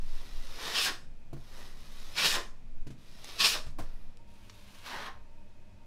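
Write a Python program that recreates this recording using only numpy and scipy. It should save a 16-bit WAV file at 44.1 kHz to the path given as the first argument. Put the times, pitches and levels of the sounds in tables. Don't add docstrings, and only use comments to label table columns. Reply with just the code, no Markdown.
import sys
import numpy as np
from scipy import signal
from scipy.fft import rfft, irfft, next_fast_len
from scipy.io import wavfile
from scipy.ndimage import uniform_filter1d, map_coordinates

SR = 44100
rng = np.random.default_rng(int(sys.argv[2]) if len(sys.argv) > 2 else 0)


def digitize_waveform(pressure):
    field = np.atleast_2d(pressure).T
    bounded = np.clip(field, -1, 1)
    quanta = np.round(bounded * 32767).astype(np.int16)
    wavfile.write(sys.argv[1], SR, quanta)


N = 258426
SECOND_WALL_S = 4.172


def amp(db):
    return 10 ** (np.asarray(db) / 20)


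def unit(x):
    return x / np.sqrt(np.mean(x ** 2) + 1e-20)


def along(points, hz):
    freqs, values = np.transpose(points)
    return np.interp(np.log(hz + 1), np.log(freqs + 1), values)


def clock():
    return np.arange(N) / SR


def curve(points):
    return np.interp(clock(), *np.transpose(points))


def wobble(rate):
    return map_coordinates(rng.standard_normal(int(N * rate / SR) + 4), [clock() * rate])


def bump(s, half):
    return np.exp(-np.minimum(((clock() - s) / half) ** 2, 60))


def blow(s, t60, attack):
    t = np.maximum(clock() - s, 0)
    return (1 - np.exp(-t / attack)) * np.exp(-np.log(1000) * t / t60)


def filtered(x, response):
    size = next_fast_len(N + SR // 2)
    return irfft(rfft(x, size) * response(np.fft.rfftfreq(size, 1 / SR)), size)[:N]


def noise(colour):
    return unit(filtered(rng.standard_normal(N), lambda hz: amp(along(colour, hz))))


def noise_band(centre_hz, width_hz):
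    band = lambda hz: 1 / (1 + ((hz - centre_hz) / (width_hz / 2)) ** 4)
    return unit(filtered(rng.standard_normal(N), band))


def background():
    # f/Hz, level/dB
    tone_colour = [(26, -36), (45, 4), (96, -1.5), (165, -11.5), (200, -8), (397, -17.5), (438, -17.5),
                   (601, -17.5), (827, -22.5), (912, -18.5), (1030, -26.5), (2480, -27.5), (3020, -30),
                   (5570, -35), (15600, -49.5)]
    rumble_colour = [(3, -20.5), (9, -0.5), (14, 2), (20, -15.5), (35, -26), (60, -48), (120, -83),
                     (300, -120)]
    # f/Hz, width/Hz, level/dB
    first_hum = [(100, 9, -73), (155.4, 14, -68.5), (233.7, 41, -69.5), (2470, 200, -80)]
    second_hum = [(102.8, 8.5, -68.5), (201.8, 9.2, -71), (599, 54, -74), (921, 51, -73.5),
                  (2530, 140, -78.5)]
    # t/s, level/dB
    rumble_swells = [(0.0, -32), (0.41, -25), (0.63, -41), (2.08, -34), (2.17, -46), (2.82, -25),
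                     (2.95, -43), (4.06, -31), (4.19, -44), (5.85, -49)]
    hum = lambda bands: sum(amp(db) * noise_band(hz, width) for hz, width, db in bands)
    tone = amp(-58) * noise(tone_colour)
    tone += np.where(clock() < SECOND_WALL_S, hum(first_hum), hum(second_hum))
    return tone + amp(curve(rumble_swells)) * noise(rumble_colour)


def reverb_tail():
    # f/Hz, t60/s
    decay = [(150, 0.41), (1000, 0.38), (3000, 0.29), (8000, 0.35), (15000, 0.26)]
    hz, t, spectra = signal.stft(rng.standard_normal(SR * 3 // 5), SR, nperseg=256)
    fade = np.exp(-np.log(1000) * t / along(decay, hz)[:, None])
    echo = signal.istft(spectra * fade, SR, nperseg=256)[1]
    return np.pad(echo / np.linalg.norm(echo), (SR // 250, 0))


def room(x, wet_db, block=8192):
    wet = np.zeros(N + SR)
    for start in range(0, N, block):
        piece = x[start:start + block]
        if piece.any():
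            echo = signal.fftconvolve(piece, reverb_tail())
            wet[start:start + len(echo)] += echo
    return (x + amp(wet_db) * wet[:N]) / np.hypot(1, amp(wet_db))


def clicks():
    # t/s, level/dB, t60/s, width/Hz
    ticks = [(.471, -43, .015, 5000), (2.0, -44, .015, 8000), (3.244, -36, .014, 14000),
             (3.289, -43, .015, 14000), (4.172, -46, .0052, 12000), (4.4967, -45, .033, 7000)]
    return sum(amp(db) * blow(s, t60, attack=.0003) * noise_band(3500, width)
               for s, db, t60, width in ticks)


def squeal():
    # t/s, f/Hz
    pitch = [(3.85, 12600), (3.915, 13500), (3.955, 12600), (4.0, 12850), (4.08, 12450)]
    hz = curve(pitch)
    start, end = pitch[0][0], pitch[-1][0]
    progress = np.clip((clock() - start) / (end - start), 0, 1)
    swell = np.sqrt(np.abs(np.sin(np.pi * progress)))
    tone = lambda ratio: np.sin(2 * np.pi * np.cumsum(ratio * hz * (1 + .004 * wobble(400))) / SR)
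    return amp(-79) * swell * (tone(1) + tone(.745))


def chatter():
    # t/s, half length/s, f/Hz, level/dB
    catches = [(0.79, .02, 1144, -43.5), (0.869, 0.013, 1606, -36.5), (2.195, 0.022, 2286, -37.5),
               (2.372, .02, 1042, -44)]
    out = np.zeros(N)
    for s, half, hz, db in catches:
        phase = 2 * np.pi * np.cumsum(hz * (1 + .012 * wobble(250))) / SR
        out += amp(db) * bump(s, half) * np.sqrt(2) * np.sin(phase)
    return out


def knocks(rebound_s=.036):
    # t/s, rise/s, board pitch ratio, boom/dB, thud/dB, clack/dB, scuff/dB, rebound/dB
    landings = [(1.3296, .0012, 1.01, -51, -36.5, -45, -58, -11),
                (2.868, .001, .92, -52, -37.5, -55, -55, -3), (3.662, .0045, .95, -36, -53, -49, -51, -13),
                (3.784, .012, .8, -42, -33, -27.5, -42, -20)]
    # f/Hz, level/dB, t60/s
    board_modes = [(140.5, 0, .16), (224, -5, 0.12), (274, -5.5, 0.092), (322, -4.5, 0.11),
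                   (439, -10, 0.065), (600, -16, .05), (960, -16, .05)]
    # f/Hz, level/dB
    boom_colour = [(25, -16), (50, 3), (100, -2), (160, -8), (260, -26), (600, -71.5)]
    clack_colour = [(150, -22), (330, -0.5), (500, -2.5), (650, 1), (800, -7), (1050, -4.5), (2000, -20),
                    (5000, -29)]
    scuff_colour = [(400, -6.5), (1500, 12.5), (5000, 8), (8000, 3), (13000, -5), (16000, -17)]
    boom, clack, scuff = noise(boom_colour), noise(clack_colour), noise(scuff_colour)
    out = np.zeros(N)
    for landing, rise, pitch, boom_db, thud_db, clack_db, scuff_db, rebound_db in landings:
        for s, force in [(landing, 1), (landing + rebound_s, amp(rebound_db))]:
            for hz, db, t60 in board_modes:
                mode = np.sin(2 * np.pi * hz * pitch * (clock() - s))
                out += force * amp(thud_db + db + rng.normal(0, 1)) * blow(s, t60, rise) * mode
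            out += force * amp(boom_db) * blow(s, .18, rise) * boom
            out += force * amp(clack_db) * blow(s, .08, rise) * clack
            out += force * amp(scuff_db) * blow(s, .13, rise) * scuff
    return out


def grain_slips(per_s):
    counts = rng.poisson(per_s / SR, N)
    return unit(np.sqrt(counts) * rng.standard_normal(N))


def wander(x, depth_db):
    spectra = signal.stft(x, nperseg=1024)[2]
    drift = uniform_filter1d(rng.standard_normal(spectra.shape), size=3, axis=0)
    drift = uniform_filter1d(drift, size=5, axis=1)
    return signal.istft(spectra * amp(depth_db * unit(drift)), nperseg=1024)[1][:N]


def friction(slips, colour, modes, ring_db):
    ring = lambda hz: sum(amp(db) ** 2 / (1 + ((hz - centre) / (width / 2)) ** 2)
                          for centre, width, db in modes)
    scrape = filtered(slips, lambda hz: np.sqrt(amp(along(colour, hz)) ** 2 + amp(ring_db) ** 2 * ring(hz)))
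    below = lambda hz, edge: 1 / (1 + (hz / edge) ** 24)
    board = filtered(scrape, lambda hz: below(hz, 2098))
    blade = filtered(scrape, lambda hz: (1 - below(hz, 2154)) * below(hz, 6200))
    grit = filtered(scrape, lambda hz: 1 - below(hz, 6090))
    return np.array([unit(board), unit(blade), unit(grit)])


def glides(fade_s=.03, grit_pivot_db=-60, grit_slope=.85):
    # touch/s, end/s, first level/dB, last level/dB, board/dB re blade, grit/dB re blade at pivot
    smears = [(.02, .76, -64, -50.5, -2.5, -7), (1.385, 2.19, -69, -54, -3, -6),
              (2.99, 3.41, -69.5, -48.5, -4.5, -7.5), (3.81, 4.13, -66, -78, 3, -13),
              (4.29, 4.87, -71, -58, -4, -6)]
    # t/s, half length/s, swell/dB, extra board/dB
    ridges = [(.17, .07, 3.5, 1), (.675, .105, 12.5, 0), (1.585, .115, 8.5, 3), (1.735, .04, -4, 3),
              (3.29, .05, 3.5, -1)]
    t, out = clock(), np.zeros((3, N))
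    swell_db = sum(db * bump(s, half) for s, half, db, _ in ridges)
    drag_db = sum(db * bump(s, half) for s, half, _, db in ridges)
    for touch, end, first_db, last_db, board_db, grit_db in smears:
        blade = np.interp(t, [touch, end], [first_db, last_db]) + swell_db
        grit = grit_pivot_db + grit_db + grit_slope * (blade - grit_pivot_db)
        contact = np.interp(t, [touch - fade_s, touch, end, end + fade_s], [0, 1, 1, 0])
        out += contact * amp([blade + board_db + drag_db, blade, grit])
    return out


def bites(roll, release_db_per_s=350, grit_release_db_per_s=620, board_hold_s=.016):
    # bite/s, lift/s, attack/(dB/s), level/dB, sag/dB, hand's lean/s, lean/dB, extra board/dB
    rasps = [(.755, .872, 500, -30.5, .5, .788, 1.5, -1.5), (2.182, 2.356, 650, -29.5, 4, 2.258, 8, 1.5),
             (3.405, 3.543, 950, -25, 9.5, 3.459, 6.5, -3), (4.866, 5.072, 500, -45.5, 5, 4.96, 1, 0)]
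    t, out = clock(), np.zeros((3, N))
    after = lambda s: np.maximum(t - s, 0)
    shares, boards, grits = np.transpose(roll)
    for bite, lift, attack, db, sag_db, lean, lean_db, board_db in rasps:
        share = np.clip((t - bite) / (lift - bite), 0, 1)
        level = db - sag_db * share + lean_db * bump(lean, half=.021) - attack * np.maximum(bite - t, 0)
        board = level + board_db + np.interp(share, shares, boards)
        board -= release_db_per_s * after(lift + board_hold_s)
        blade = level - release_db_per_s * after(lift)
        grit = level + np.interp(share, shares, grits) - grit_release_db_per_s * after(lift)
        out += amp(np.maximum([board, blade, grit], -200))
    return out


def strokes(roll, judder_db):
    return np.hypot(glides(), bites(roll)) * amp(judder_db * wobble(90))


def wide_knife():
    # f/Hz, level/dB
    colour = [(120, -44), (200, -14), (258, -5.5), (288, -31), (365, -8), (471, -15), (976, -11),
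              (1310, -7), (1630, -3.5), (2340, -10.5), (3900, -12), (7650, -24), (11400, -24.5),
              (15600, -31)]
    # f/Hz, width/Hz, level/dB
    modes = [(1025, 260, 4.5), (1600, 73, -5), (2520, 55, -7), (2960, 94, -20), (3170, 38, -12.5),
             (3740, 67, -6)]
    # share of the bite, board/dB, grit/dB, both re blade
    roll = [(0, 0, -11), (.55, 7.5, -12.5), (1, 5, -12.5)]
    scrape = friction(wander(grain_slips(per_s=12000), depth_db=1.2), colour, modes, ring_db=-6)
    return (clock() >= SECOND_WALL_S) * np.sum(strokes(roll, judder_db=1.0) * scrape, axis=0)


def narrow_knife(crossfade_db=-39, softness_db=3.5):
    # f/Hz, level/dB
    wet_colour = [(150, -30), (250, -5.5), (353, -1.5), (614, -5), (730, -5), (1140, -2.5), (1640, -6.5),
                  (1960, -2), (2170, -9), (5240, -10), (7270, -20), (12200, -21.5), (15600, -30)]
    dry_colour = [(88, -48.5), (150, -11), (326, -18.5), (420, -10.5), (540, -17), (1130, -6.5),
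                  (1320, -7.5), (1840, -3.5), (2150, -12), (2410, 0), (3160, -1), (5350, -2.5),
                  (6130, -11.5), (9580, -17.5), (15600, -25)]
    # f/Hz, width/Hz, level/dB
    loose_modes = [(1090, 170, 0), (1963, 141, -1), (2580, 80, -7.5), (3840, 380, 2), (5250, 300, -2.5)]
    pressed_modes = [(1090, 80, -5), (1850, 150, -7), (2470, 110, -7), (2850, 160, -3.5), (3110, 120, -1.5),
                     (3580, 170, -2.5), (4050, 200, -4.5), (5400, 160, -2)]
    # share of the bite, board/dB, grit/dB, both re blade
    roll = [(0, -8.5, -12), (.35, -6.5, -11.5), (.66, -12.5, -5.5), (1, -2, -6.5)]
    smear = friction(wander(grain_slips(per_s=12000), depth_db=1.6), wet_colour, loose_modes, ring_db=-10)
    dense_slips = wander(grain_slips(per_s=40000), depth_db=1.83)
    rasp = friction(dense_slips, dry_colour, pressed_modes, ring_db=-4.5)
    gains = strokes(roll, judder_db=.4)
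    blade_db = 20 * np.log10(gains[1])
    bareness = 1 / (1 + np.exp((crossfade_db - blade_db) / softness_db))
    scrape = np.sqrt(1 - bareness) * smear + np.sqrt(bareness) * rasp
    return (clock() < SECOND_WALL_S) * np.sum(gains * scrape, axis=0)


def scene():
    scraping = room(narrow_knife() + chatter() + squeal(), wet_db=-8) + room(wide_knife(), wet_db=-6.5)
    impacts = room(knocks() + clicks(), wet_db=-10)
    return (scraping + impacts + background())[None]


def record(dry, soft_hz=15300, top_hz=15720):
    return filtered(dry[0], lambda hz: (hz < top_hz) / np.sqrt(1 + (hz / soft_hz) ** 20))[None]


dry = scene()
out = record(dry)
digitize_waveform(out)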